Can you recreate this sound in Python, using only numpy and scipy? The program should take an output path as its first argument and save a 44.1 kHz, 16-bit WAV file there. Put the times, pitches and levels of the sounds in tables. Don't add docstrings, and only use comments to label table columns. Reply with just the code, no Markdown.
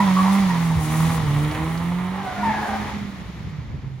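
import sys
import numpy as np
from scipy import signal
from scipy.fft import rfft, irfft
from scipy.io import wavfile

SR = 44100
rng = np.random.default_rng(int(sys.argv[2]) if len(sys.argv) > 2 else 0)


def wav_record(signal):
    frames = np.transpose(np.atleast_2d(signal))
    bounded = np.clip(frames, -1, 1)
    quanta = np.round(bounded * 32767).astype(np.int16)
    wavfile.write(sys.argv[1], SR, quanta)


N = 176400


def from_db(db):
    return 10 ** (np.asarray(db) / 20)


def unit_rms(x):
    return x / np.sqrt(np.mean(x ** 2) + 1e-20)


def in_time(rows):
    times, *columns = np.transpose(rows)
    return [np.interp(np.arange(N) / SR, times, column) for column in columns]


def per_bin(points):
    hz, value = np.transpose(points)
    return np.interp(np.log(np.arange(N // 2 + 1) * SR / N + 1), np.log(hz), value)


def coloured(x, spectrum_db):
    return unit_rms(irfft(rfft(x) * from_db(per_bin(spectrum_db)), N))


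def drift(corner_hz):
    hz = np.arange(N // 2 + 1) * SR / N
    return unit_rms(irfft(rfft(rng.standard_normal(N)) / (1 + (hz / corner_hz) ** 2), N))


def pan(x, db):
    return x * from_db(np.array([[.5], [-.5]]) * db)


# frequency in Hz, left-right correlation of tyre and gas noise (-1 to 1).
CORRELATION = [(200, 0.82), (600, 0.63), (1000, 0.37), (2200, 0.56), (3300, 0.38), (7000, 0.21),
               (8400, 0.16), (11000, -0.12), (13400, 0.23), (15400, 0.11)]

def wide_noise(spectrum_db):
    mid, side = rfft(rng.standard_normal((2, N)))
    alike = per_bin(CORRELATION)
    channels = np.sqrt(1 + alike) * mid + np.sqrt(1 - alike) * side * [[1], [-1]]
    return coloured(irfft(channels, N), spectrum_db)


# time in seconds, firing rate in Hz.
FIRING_HZ = [(0, 208), (.09, 186.6), (.17, 185.3), (.38, 197.7), (.44, 191.5), (.54, 170), (.68, 165.6),
             (.85, 153), (1.1, 164.6), (1.19, 159.8), (1.29, 143.7), (1.45, 149.1), (2.0, 179.3),
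             (2.33, 198.8), (2.5, 210.5), (2.75, 211.6), (3.05, 203.2), (3.35, 165.6), (3.65, 145.1),
             (4, 128.9)]

def firing_cycles():
    return np.cumsum(in_time(FIRING_HZ)[0] * (1 + .003 * drift(17.7))) / SR


def order_tone(cycles, multiple, db, waver_db):
    gain = np.sqrt(2) * from_db(db + waver_db * drift(7.9))
    return gain * np.sin(2 * np.pi * (multiple * cycles + rng.random()))


# time in seconds, boom level in dB.
BOOM_DB = [(0, -18), (.4, -16), (.55, -21), (.72, -19), (.85, -26), (1.03, -17), (1.15, -24), (1.38, -19),
           (1.48, -22), (1.53, -37), (1.59, -27), (1.95, -23), (2.2, -30), (2.32, -47), (2.4, -28.5),
           (2.505, -25), (2.53, -33.5), (2.68, -32), (2.74, -28.5), (2.85, -31.5), (2.98, -33.5),
           (3.09, -33.5), (3.2, -47.5), (3.4, -38.5), (3.6, -41.5), (3.92, -34), (4, -38)]
# time in seconds, spread in dB.
BOOM_WAVER_DB = [(0, -0.34), (2.5, 0), (2.85, 3), (3.3, 7.5), (4, 3)]
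# time in seconds, 2nd and 3rd harmonic in dB.
GROWL_DB = [(0, -52, -47), (.4, -44, -49.5), (.76, -56, -46), (.85, -32.5, -46), (1.05, -39.5, -41.5),
            (1.17, -56, -42.5), (1.33, -36, -45), (1.47, -34, -46), (1.62, -33.5, -38), (1.78, -49, -47),
            (2.1, -46.5, -50), (2.7, -43, -58), (3.2, -61, -71), (4, -61, -70)]
# time in seconds, burble gain in dB.
BURBLE_DB = [(0, -1), (.4, -10), (.55, 0), (.77, 1.5), (.85, 3), (1.12, 7.5), (1.25, -3), (1.6, -2.5),
             (1.9, -2), (2.3, -9), (2.7, -16), (3.2, -22), (4, -18)]
# multiple of the firing rate, level in dB before the burble gain.
BURBLE_ORDERS = [(.5, -40.5), (.75, -41), (1.25, -49), (1.5, -39.5), (2.5, -54.5)]

def exhaust(cycles):
    boom_db = in_time(BOOM_DB)[0] + in_time(BOOM_WAVER_DB)[0] * drift(28.5)
    boom = np.sqrt(2) * from_db(boom_db) * np.sin(2 * np.pi * cycles)
    growl = sum(order_tone(cycles, k, db, waver_db=3) for k, db in enumerate(in_time(GROWL_DB), 2))
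    burble_db, = in_time(BURBLE_DB)
    burble = sum(order_tone(cycles, k, burble_db + db, waver_db=2.5) for k, db in BURBLE_ORDERS)
    return boom + growl + burble


# time in seconds, level in dB.
PUFF_DB = [(0, -65), (1.15, -47), (1.35, -37), (1.58, -39.5), (1.85, -42), (2.15, -42), (2.9, -46),
           (4, -62)]
# frequency in Hz, relative level in dB.
PUFF_SPECTRUM_DB = [(150, 11), (330, 4), (450, 10), (700, 6.5), (1500, -18), (2100, -32), (2900, 1.5),
                    (4200, -5), (5500, -40), (12000, -45)]

def tailpipe(cycles, depth=.37):
    puffs = 1 + depth * np.sin(2 * np.pi * cycles)
    return from_db(in_time(PUFF_DB)[0]) * puffs * wide_noise(PUFF_SPECTRUM_DB)


# time in seconds, rasp level in dB.
RASP_DB = [(0, -31.5), (.35, -31.5), (.75, -37), (1.05, -28.5), (1.25, -35.5), (1.5, -33), (1.8, -37),
           (2.05, -36), (2.3, -37.5), (2.8, -35.5), (3.1, -70), (4, -57)]
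# frequency in Hz, relative level in dB.
RASP_SPECTRUM_DB = [(300, -35), (480, -7.5), (610, -5.5), (780, 1), (1030, 4), (1350, -3.5), (1560, -14.5),
                    (1880, -4.5), (2200, -9), (2600, -16.5), (3400, -19.5), (4600, -31.5), (8000, -39)]

def rasp(cycles, cylinders=4, cylinder_spread=.49, roughness=.59, decay_s=.0052):
    firings = np.flatnonzero(np.diff(np.floor(cycles)))
    t, out = np.arange(SR // 25) / SR, np.zeros(N)
    shared = rng.standard_normal(len(t))
    strength = 1 + roughness * rng.standard_normal(N)
    for k in range(cylinders):
        clicks = np.zeros(N)
        clicks[firings[k::cylinders]] = strength[k:len(firings):cylinders]
        noise = shared + cylinder_spread * rng.standard_normal(len(t))
        spectrum = rfft(noise * np.exp(-t / decay_s))
        white_ring = irfft(spectrum / np.abs(spectrum))
        out += signal.fftconvolve(clicks, white_ring)[:N]
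    return from_db(in_time(RASP_DB)[0]) * coloured(out, RASP_SPECTRUM_DB)


# start and length in seconds, start and end pitch in Hz, level in dB,
# octave in dB relative to the tone, roughness (0 to 1).
SQUEAL_BURSTS = [(-.02, 0.033, 917, 976, -16, -12, 0.28), (0.017, 0.024, 1032, 980, -23, -18, .6),
                 (0.076, 0.026, 976, 944, -35, -20, .5), (0.162, 0.025, 1140, 1133, -21, -27, 0.26),
                 (0.182, 0.028, 1090, 1156, -17.5, -24, 0.16), (.24, .06, 895, 1001, -23, -24, 0.42),
                 (0.346, .065, 1004, 1032, -35, -3.5, 0.9), (0.495, 0.023, 963, 939, -24, -10.5, 0.17),
                 (0.538, 0.047, 980, 938, -29.5, -18, 0.5), (0.701, 0.021, 865, 900, -26.5, -18, 0.9),
                 (0.804, 0.03, 817, 857, -31.5, -25, .7), (2.135, 0.036, 869, 904.4, -37, -24, 0.88),
                 (2.175, 0.0862, 832, 752, -35.5, -9, 0.7), (2.259, 0.073, 742, 742, -32, -8.5, 0.34),
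                 (2.354, 0.075, 701, 731, -33.5, -3.5, 0.34), (2.426, 0.095, 935.6, 862.5, -22, -13, 0.19),
                 (2.525, 0.088, 848.4, 828, -28, -6.5, 0.63), (2.609, 0.079, 833, 808.8, -27, -8, 0.8),
                 (2.678, 0.097, 772, 776.4, -29, -10, 0.73), (2.785, 0.15, 810, 835, -36.5, -10.5, .9)]

def squeals(attack_s=.008, release_s=.023, width_hz=136):
    t, out = np.arange(N) / SR, np.zeros(N)
    jitter = 1 + .021 * drift(148)
    flutter = from_db(.06 * drift(31))
    scatter = np.array([drift(width_hz) + 1j * drift(width_hz) for _ in range(2)])
    for start_s, length_s, start_hz, end_hz, db, octave_db, rough in SQUEAL_BURSTS:
        on = (t > start_s) & (t < start_s + length_s + release_s / 2)
        age = t[on] - start_s
        tone, octave = (1 + rough * scatter[:, on]) / np.sqrt(1 + 2 * rough ** 2)
        hz = (start_hz + (end_hz - start_hz) * age / length_s) * jitter[on]
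        phasor = np.exp(2j * np.pi * np.cumsum(hz) / SR)
        envelope = np.clip(np.minimum(age / attack_s, (length_s - age) / release_s + .5), 0, 1)
        wave = np.real(tone * phasor + from_db(octave_db) * octave * phasor ** 2)
        out[on] += from_db(db) * envelope * wave
    return np.sqrt(2) * out * flutter


# time in seconds, scrub level in dB, hiss level in dB.
SCRUB_HISS_DB = [(0, -31, -37.5), (.38, -32, -37), (.6, -31.5, -40), (.78, -34.5, -43), (.88, -33.5, -40.5),
                 (1.1, -32.5, -38.5), (1.22, -36.5, -42), (1.48, -32.5, -47), (1.8, -37, -48.5),
                 (2.08, -38, -52), (2.3, -36.5, -46.5), (2.5, -28.5, -43), (2.72, -33.5, -43),
                 (2.9, -33.5, -43.5), (3.1, -40.5, -51), (3.45, -44.5, -53), (3.7, -46, -57),
                 (4, -51, -60.5)]
# time in seconds, spray level in dB.
SPRAY_DB = [(0, -42.5), (.35, -39), (.56, -45.5), (.66, -40), (.78, -46.5), (.85, -36.5), (.93, -35.5),
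            (1.13, -35.5), (1.2, -45.5), (1.25, -46), (1.29, -42), (1.8, -46.5), (2.12, -53), (2.65, -49.5),
            (2.88, -51), (3.1, -61), (3.45, -66.5), (3.7, -79), (4, -72)]
# frequency in Hz, relative level in dB.
SCRUB_SPECTRUM_DB = [(100, 6), (300, 1), (550, -4.5), (850, 0), (1100, 0.5), (1300, -1.5), (1540, -5),
                     (1950, -0.5), (2250, -2.5), (2700, -11), (5000, -30), (9000, -90)]
HISS_SPECTRUM_DB = [(800, -34), (2000, -1.5), (3500, 4), (5000, -1), (7000, -5.5), (9000, -25.5),
                    (12000, -12), (15000, -55)]
SPRAY_SPECTRUM_DB = [(2500, -69), (6000, -5.5), (8500, -7), (10800, -2.5), (12500, -14.5), (14500, -9.5),
                     (15800, -6.5)]

def wet_tyres(scrub_pan_db, drops_per_s=600, drops_db=-16, drop_spread_db=6.5):
    scrub_db, hiss_db = in_time(SCRUB_HISS_DB)
    hits = rng.random(N) < drops_per_s / SR
    sizes = from_db(drop_spread_db * np.minimum(rng.exponential(1, N), 4))
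    drops = coloured(hits * sizes * rng.standard_normal((2, N)), HISS_SPECTRUM_DB)
    scrub = from_db(scrub_db + .5 * drift(17)) * wide_noise(SCRUB_SPECTRUM_DB)
    hiss = from_db(hiss_db) * (wide_noise(HISS_SPECTRUM_DB) + from_db(drops_db) * drops)
    spray = wide_noise(SPRAY_SPECTRUM_DB) * from_db(in_time(SPRAY_DB)[0] + 1.44 * drift(16))
    return pan(scrub, scrub_pan_db) + pan(hiss, db=2) + spray


# start in seconds, peak in dB, band centre in Hz.
GRIT_TICKS = [(1.447, -27.5, 3097), (1.512, -30.5, 3700), (1.549, -22.5, 2136), (1.776, -32.5, 4787)]

def grit(decay_s=.0058):
    t, out = np.arange(N) / SR, np.zeros(N)
    for start_s, db, hz in GRIT_TICKS:
        envelope = (t > start_s) * np.exp(-np.minimum(np.abs(t - start_s) / decay_s, 20))
        band = signal.butter(2, [hz / np.sqrt(2), hz * np.sqrt(2)], "band", fs=SR, output="sos")
        tick = signal.sosfilt(band, rng.standard_normal(N) * envelope + 1e-18)
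        out += from_db(db) * tick / np.abs(tick).max()
    return out


# time in seconds, wind level in dB.
WIND_DB = [(0, -41), (.68, -41.5), (.77, -27.5), (.86, -40), (1.12, -33.5), (1.23, -23), (1.38, -34),
           (1.85, -36), (2.1, -44), (2.39, -38), (2.75, -42), (2.88, -30.5), (3.08, -37), (3.26, -33.5),
           (3.5, -34.5), (3.74, -31.5), (4, -42)]
# frequency in Hz, relative level in dB.
WIND_SPECTRUM_DB = [(20, -29), (35, -11), (55, 1), (85, -0.5), (125, -1), (200, -8), (300, -16),
                    (600, -31.5), (1500, -71)]

def wind(lump_db=1.8, side_db=-9.5):
    mid, side = [coloured(white, WIND_SPECTRUM_DB) for white in rng.standard_normal((2, N))]
    gusts = from_db(in_time(WIND_DB)[0] + lump_db * drift(13))
    return gusts * (mid + from_db(side_db) * side * [[1], [-1]])


def yard_echoes(x, count=40, span_s=.22, band_hz=(400, 2570), gain_db=-6.5):
    response = np.zeros((2, SR))
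    for channel, lags in zip(response, rng.random((2, count))):
        taps = ((lags + .02) * span_s * SR).astype(int)
        channel[taps] = (1 - lags) ** 2 * rng.choice([-1, 1], count)
    response /= np.sqrt(np.sum(response ** 2) / 2)
    echoes = signal.fftconvolve(x[None], response, axes=1)[:, :N]
    band = signal.butter(2, band_hz, "band", fs=SR, output="sos")
    return from_db(gain_db) * signal.sosfilt(band, echoes)


# centre in seconds, depth in dB.
BASS_DIPS_DB = [(2.665, 23), (2.901, 10), (3.022, 0), (3.115, 17), (3.325, 8), (3.806, 8)]

def bass_dips(width_s=.013):
    t = np.arange(N) / SR
    return from_db(-sum(db * np.exp(-((t - s) / width_s) ** 2) for s, db in BASS_DIPS_DB))


# time in seconds, left minus right in dB.
EXHAUST_PAN_DB = [(0, -3.5), (1.7, -3), (2.3, -4), (4, -6.5)]
MID_PAN_DB = [(0, -4), (.88, 0.2), (1.5, -2), (2.0, -4.5), (2.5, 0), (2.9, -1.5), (4, -1.8)]

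def scene(right_delay_s=.00003):
    cycles = firing_cycles()
    mid_pan_db, = in_time(MID_PAN_DB)
    bright = rasp(cycles) + squeals() + grit()
    low = (pan(exhaust(cycles), in_time(EXHAUST_PAN_DB)[0]) + wind()) * bass_dips()
    tyres = wet_tyres(mid_pan_db)
    left, right = low + pan(bright, mid_pan_db) + yard_echoes(bright) + tyres + tailpipe(cycles)
    hz = np.arange(N + 1) * SR / (2 * N)
    delay = np.exp(-2j * np.pi * hz * right_delay_s)
    return np.array([left, irfft(rfft(right, 2 * N) * delay)[:N]])


def record(dry, fade_in_s=.003, low_cut_hz=48, high_cut_hz=15800):
    faded = dry * np.minimum(np.arange(N) / SR / fade_in_s, 1)
    thinned = signal.sosfilt(signal.butter(3, low_cut_hz, "high", fs=SR, output="sos"), faded)
    return signal.sosfilt(signal.ellip(10, .2, 80, high_cut_hz, fs=SR, output="sos"), thinned)


dry = scene()
out = record(dry)
wav_record(out)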